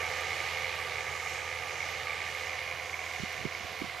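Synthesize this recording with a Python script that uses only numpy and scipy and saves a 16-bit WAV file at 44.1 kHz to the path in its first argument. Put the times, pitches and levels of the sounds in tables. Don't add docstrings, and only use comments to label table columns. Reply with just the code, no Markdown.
import sys
import numpy as np
from scipy import signal
from scipy.fft import rfft, irfft
from scipy.io import wavfile

SR = 44100
rng = np.random.default_rng(int(sys.argv[2]) if len(sys.argv) > 2 else 0)


def materialize(psi):
    bounded = np.clip(np.atleast_2d(psi).T, -1, 1)
    quanta = np.round(bounded * 32767).astype(np.int16)
    wavfile.write(sys.argv[1], SR, quanta)


N = 176400
T = np.arange(N) / SR
HZ = np.fft.rfftfreq(N, 1 / SR)

# freq_hz, correlation
STEREO_LIKENESS = [(60, .85), (130, .8), (290, .92), (620, .98), (2400, .97), (4200, .87), (6400, .76),
                   (9000, .4), (14000, .1)]
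# freq_hz, left_minus_right_db
PAN = [(60, -3.5), (130, -8), (370, -7.5), (1200, -6.5), (2300, -6), (4200, -5), (7600, -5), (14000, -10)]
# start_s, level_db
TICKS = [(.2078, -35.5), (3.3277, -38.5)]
# freq_hz, gain_db
TICK_EQ = [(1000, -30), (5000, -10), (11000, 0)]
# centre_s, peak_db, half_width_s, thump_hz
GUSTS = [(3.2037, -32, .009, 140), (3.2368, -26.3, .0045, 180), (3.414, -38, .019, 110),
         (3.455, -24.7, .005, 335), (3.4625, -29.5, .007, 135), (3.609, -38, .0051, 200),
         (3.648, -37, .01, 100), (3.719, -39, .0058, 170), (3.8207, -27.3, .005, 310),
         (3.844, -34.5, .019, 275)]
# freq_hz, gain_db
GUST_EQ = [(20, -23), (70, -7.5), (170, 0.5), (300, -9), (450, -7.5), (800, -26), (3000, -58)]
# freq_hz, gain_db
SOIL_EQ = [(1000, -24), (2600, 1), (3500, 0.5), (5000, -2.5), (6500, -0.5), (7500, -5.5), (9000, -13),
           (14000, -19)]
SWELL_HZ = [4250, 6250, 7800]
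# time_s, low_band_db, mid_band_db, high_band_db
SWELLS = [(0, 0.5, -0.5, -2), (.35, 4.5, 0.5, 0.5), (.65, 3.5, -3, -2.5), (.85, 1, -4.5, -3),
          (1.05, -0.5, -0.5, -3), (1.3, -1, 2, 2.5), (1.58, 0, -4, -4), (1.75, -1, 2, -4),
          (1.92, 3, 1.5, -2), (2.1, 1.5, -6.5, -3), (2.4, 1.5, -0.5, -1), (2.65, 0, -4.5, -9),
          (2.87, -5.5, -3, -6), (3.1, 1, -1, -2), (3.4, -2, -3.5, -6), (3.7, 1, -4.5, -8), (4, -1, -11, -5)]
# freq_hz, gain_db
ROAR_EARLY_EQ = [(20, -32), (50, -12), (90, -9), (135, -1), (205, -18.5), (280, -16), (350, -7.5),
                 (440, -0.5), (520, 3.5), (580, -2.5), (690, -0.5), (745, 3), (790, 2.5), (950, -0.5),
                 (1050, -9), (1170, 7), (1220, 5.5), (1360, -6.5), (1600, 0), (2900, -7), (4000, -16),
                 (8000, -40)]
# freq_hz, gain_db
ROAR_LATE_EQ = [(20, -21), (90, -6), (135, -0.5), (220, -18.5), (340, -4), (520, 1.5), (590, -2), (660, 5),
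                (745, 8), (890, -4), (1000, 3.5), (1160, 5), (1280, -1.5), (1550, 0), (2900, -4.5),
                (8000, -32)]
# time_s, level_db
ROAR_FADER = [(0, -43), (.8, -44.5), (1.6, -45.5), (2, -45), (2.6, -46.5), (3.3, -48), (4, -48)]
# time_s, level_db
TURBO_FADER = [(0, -66), (.12, -63), (.38, -70), (.6, -62), (1.12, -76), (1.29, -62.5), (1.5, -78),
               (1.75, -76), (1.9, -65), (2.15, -69), (2.48, -65.5), (2.7, -71), (3.65, -66.5), (4, -69)]
# time_s, pitch_hz
TURBO_PITCH = [(0, 11770), (2, 11775), (2.6, 11815), (4, 11850)]
# pitch_hz, midway_level_db, slope_db_per_s, phase_wander_rad
WHINES = [(517, -55.7, -1, .42), (744, -58.8, 0, .5), (1175, -65, -3, 1), (2026, -53.7, -.7, .4),
          (3039, -69, 0, .4), (3715, -67.5, 0, .3), (4053, -66.3, -1, .3), (4790, -65.3, -.7, .2),
          (7185, -74.5, 0, .3)]
# multiple_of_cycle_rate, midway_level_db
EXHAUST_ORDERS = [(6, -55.5), (7, -64.5), (9, -68), (12, -71.5), (32, -62)]
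# time_s, firings_per_s
FIRING_RATE = [(0, 82.85), (1.3, 82.78), (1.9, 82.58), (4, 82.6)]
# strength_db, late_s
CYLINDERS = [(.3, .0005), (-.2, -.0004), (0, .0001), (0, -.0001), (.8, .0005), (-.9, -.0006)]
# freq_hz, gain_db
BLOCK_EQ = [(300, -38.5), (1400, -35.5), (1700, -12.5), (1840, -2), (1920, -19), (2020, 2), (2090, -8),
            (2140, 3), (2220, 2.5), (2290, -3), (2460, -1.5), (2560, -19), (2780, -14), (2900, -5.5),
            (3130, -30), (6000, -26), (12000, -65)]
# time_s, level_db
KNOCK_FADER = [(0, -36.6), (.55, -36.6), (.9, -38), (1.3, -37.8), (1.5, -39.6), (2.1, -38.2), (2.52, -36.6),
               (2.95, -40.5), (3.3, -40), (4, -44)]
# start_s, peak_db
HARD_KNOCKS = [(.042, -29), (.0515, -25), (.065, -28), (.402, -26), (.584, -29), (.6445, -22.5),
               (.9572, -25.5), (1.0904, -29), (1.388, -29), (2.1051, -26.5), (2.5311, -26), (2.579, -28),
               (2.9412, -24.5), (2.9911, -29), (3.5229, -30.5), (3.5495, -29.5), (3.8145, -30)]


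def amp(db):
    return 10 ** (np.asarray(db) / 20)


def unit(x):
    return x / np.sqrt(np.mean(x ** 2) + 1e-20)


def curve(points, column=1):
    rows = np.array(points)
    return np.interp(T, rows[:, 0], rows[:, column])


def spectrum(points):
    hz, value = np.transpose(points)
    return np.interp(np.log(HZ + 1), np.log(hz + 1), value)


def colour(x, eq):
    log_gain = np.log(amp(spectrum(eq)))
    phase = -signal.hilbert(np.r_[log_gain, log_gain[-2:0:-1]]).imag[:len(HZ)]
    return unit(irfft(rfft(x) * np.exp(log_gain + 1j * phase), N))


def drift(rate_hz):
    lowpass = (HZ > 0) / (1 + (HZ / rate_hz) ** 4)
    return unit(irfft(rfft(rng.standard_normal(N)) * lowpass, N))


def stereo_noise():
    a, b = rfft(rng.standard_normal((2, N)))
    likeness = np.clip(spectrum(STEREO_LIKENESS), 0, 1)
    mid, side = a * np.sqrt((1 + likeness) / 2), b * np.sqrt((1 - likeness) / 2)
    return irfft(np.array([mid + side, mid - side]), N)


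def throbbing_noise(firings, depth):
    return stereo_noise() * (1 - depth * np.cos(2 * np.pi * firings))


def strike(age):
    age = np.maximum(age, 0)
    return age * np.exp(1 - age)


def tone(turns, waver_db, wander_rad, rate_hz):
    level = amp(waver_db * drift(rate_hz))
    return unit(level * np.sin(2 * np.pi * (turns + rng.random()) + wander_rad * drift(rate_hz)))


def ticks(rise_s=0.00026):
    envelope = sum(amp(db) * strike((T - start) / rise_s) for start, db in TICKS)
    return np.array([np.zeros(N), colour(rng.standard_normal(N), TICK_EQ) * envelope])


def wind(rumble_db=-9, left_db=-19, thump_cycles=.55):
    swell = thumps = 0
    for centre, db, half_width, hz in GUSTS:
        age = T - centre
        swell += amp(db) / (1 + (age / half_width) ** 2)
        thumps -= amp(db) * np.cos(2 * np.pi * hz * age) * np.exp(-(age * hz / thump_cycles) ** 2 / 2)
    rumble = colour(rng.standard_normal((2, N)), GUST_EQ) * swell
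    return (rumble * amp(rumble_db) + thumps) * amp([[left_db], [0]])


def soil_hiss(firings, level_db=-46, flutter_db=.8, fizz_hz=9800, fizz_db_per_s=-0.9):
    hiss = rfft(colour(throbbing_noise(firings, depth=0.045), SOIL_EQ))
    centres = SWELL_HZ + [fizz_hz]
    rides_db = [curve(SWELLS, column=k + 1) for k in range(len(SWELL_HZ))]
    rides_db.append(fizz_db_per_s * (T - T.mean()))
    mix = 0
    for solo, ride_db in zip(np.eye(len(centres)), rides_db):
        band = irfft(hiss * np.interp(HZ, centres, solo), N)
        mix += band * amp(level_db + ride_db + flutter_db * drift(rate_hz=6))
    return mix


def fan_roar(firings, crossfade_at_s=2.48, crossfade_s=0.21, trim_db=4):
    noise = throbbing_noise(firings, depth=0.034)
    late = (1 + np.tanh((T - crossfade_at_s) / crossfade_s)) / 2
    roar = (1 - late) * colour(noise, ROAR_EARLY_EQ) + late * colour(noise, ROAR_LATE_EQ)
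    return roar * amp(curve(ROAR_FADER) + trim_db)


def turbo_whistle(width_hz=45):
    pitch = curve(TURBO_PITCH)
    resonance = 1 / (1 + (2 * (HZ[:N // 2] - pitch.mean()) / width_hz) ** 2)
    band = np.fft.ifft(rfft(stereo_noise())[:, :N // 2] * resonance, N)
    glide = np.exp(2j * np.pi * np.cumsum(pitch - pitch.mean()) / SR)
    return unit((band * glide).real) * amp(curve(TURBO_FADER))


def gear_whine(firings):
    engine_time = firings / curve(FIRING_RATE).mean()
    return sum(amp(db + slope * (T - T.mean()))
               * tone(hz * engine_time, waver_db=2.4, wander_rad=wander, rate_hz=8.2)
               for hz, db, slope, wander in WHINES)


def exhaust_hum(firings, fade_db_per_s=-1.5):
    cycles = firings / len(CYLINDERS)
    hum = sum(amp(db) * tone(order * cycles, waver_db=1.0, wander_rad=0.092, rate_hz=11.0)
              for order, db in EXHAUST_ORDERS)
    return hum * amp(fade_db_per_s * (T - T.mean()))


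def block_knock(firings, scatter_db=.6, jitter_s=.0007, rattle_s=0.002, rattle_floor=.24,
                slap_gain=0.48, trim_db=-1.5):
    index = firings.astype(int)
    scatter, jitter = rng.standard_normal((index.max() + 1, 2)).T
    cylinder_db, late_s = np.array(CYLINDERS)[index % len(CYLINDERS)].T
    strength = amp(cylinder_db + scatter_db * scatter[index])
    age = (firings % 1 - .5) / curve(FIRING_RATE) - late_s
    onsets = np.diff(np.sign(age - jitter_s * jitter[index]), prepend=1) > 0
    slaps = unit(strength * onsets)
    swell = strength * np.exp(-(age / rattle_s) ** 2 / 2)
    rattle = unit(stereo_noise() * np.hypot(swell, rattle_floor))
    return colour(slap_gain * slaps + rattle, BLOCK_EQ) * amp(curve(KNOCK_FADER) + trim_db)


def diesel_knock(firings, ping_hz=2233, rise_s=0.0014):
    pings = duck = 0
    for start, db in HARD_KNOCKS:
        age = T - start
        pings += amp(db) * strike(age / rise_s) * np.sin(2 * np.pi * ping_hz * age)
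        duck += np.exp(-((age - rise_s) / (2 * rise_s)) ** 2 / 2)
    return block_knock(firings) / (1 + duck) + pings


def scene():
    firings = 1.12 + np.cumsum(curve(FIRING_RATE)) / SR
    tractor = (diesel_knock(firings) + exhaust_hum(firings) + gear_whine(firings)
               + fan_roar(firings) + soil_hiss(firings) + turbo_whistle())
    left_to_right = amp(spectrum(PAN))
    right = 2 / (1 + left_to_right)
    panned = irfft(rfft(tractor) * np.array([left_to_right * right, right]), N)
    return panned + wind() + ticks()


def record(dry, cutoff_hz=14280):
    lowpass = signal.firwin(801, cutoff_hz, window=("kaiser", 9), fs=SR)
    return signal.oaconvolve(dry, lowpass[None], "same")


dry = scene()
out = record(dry)
materialize(out)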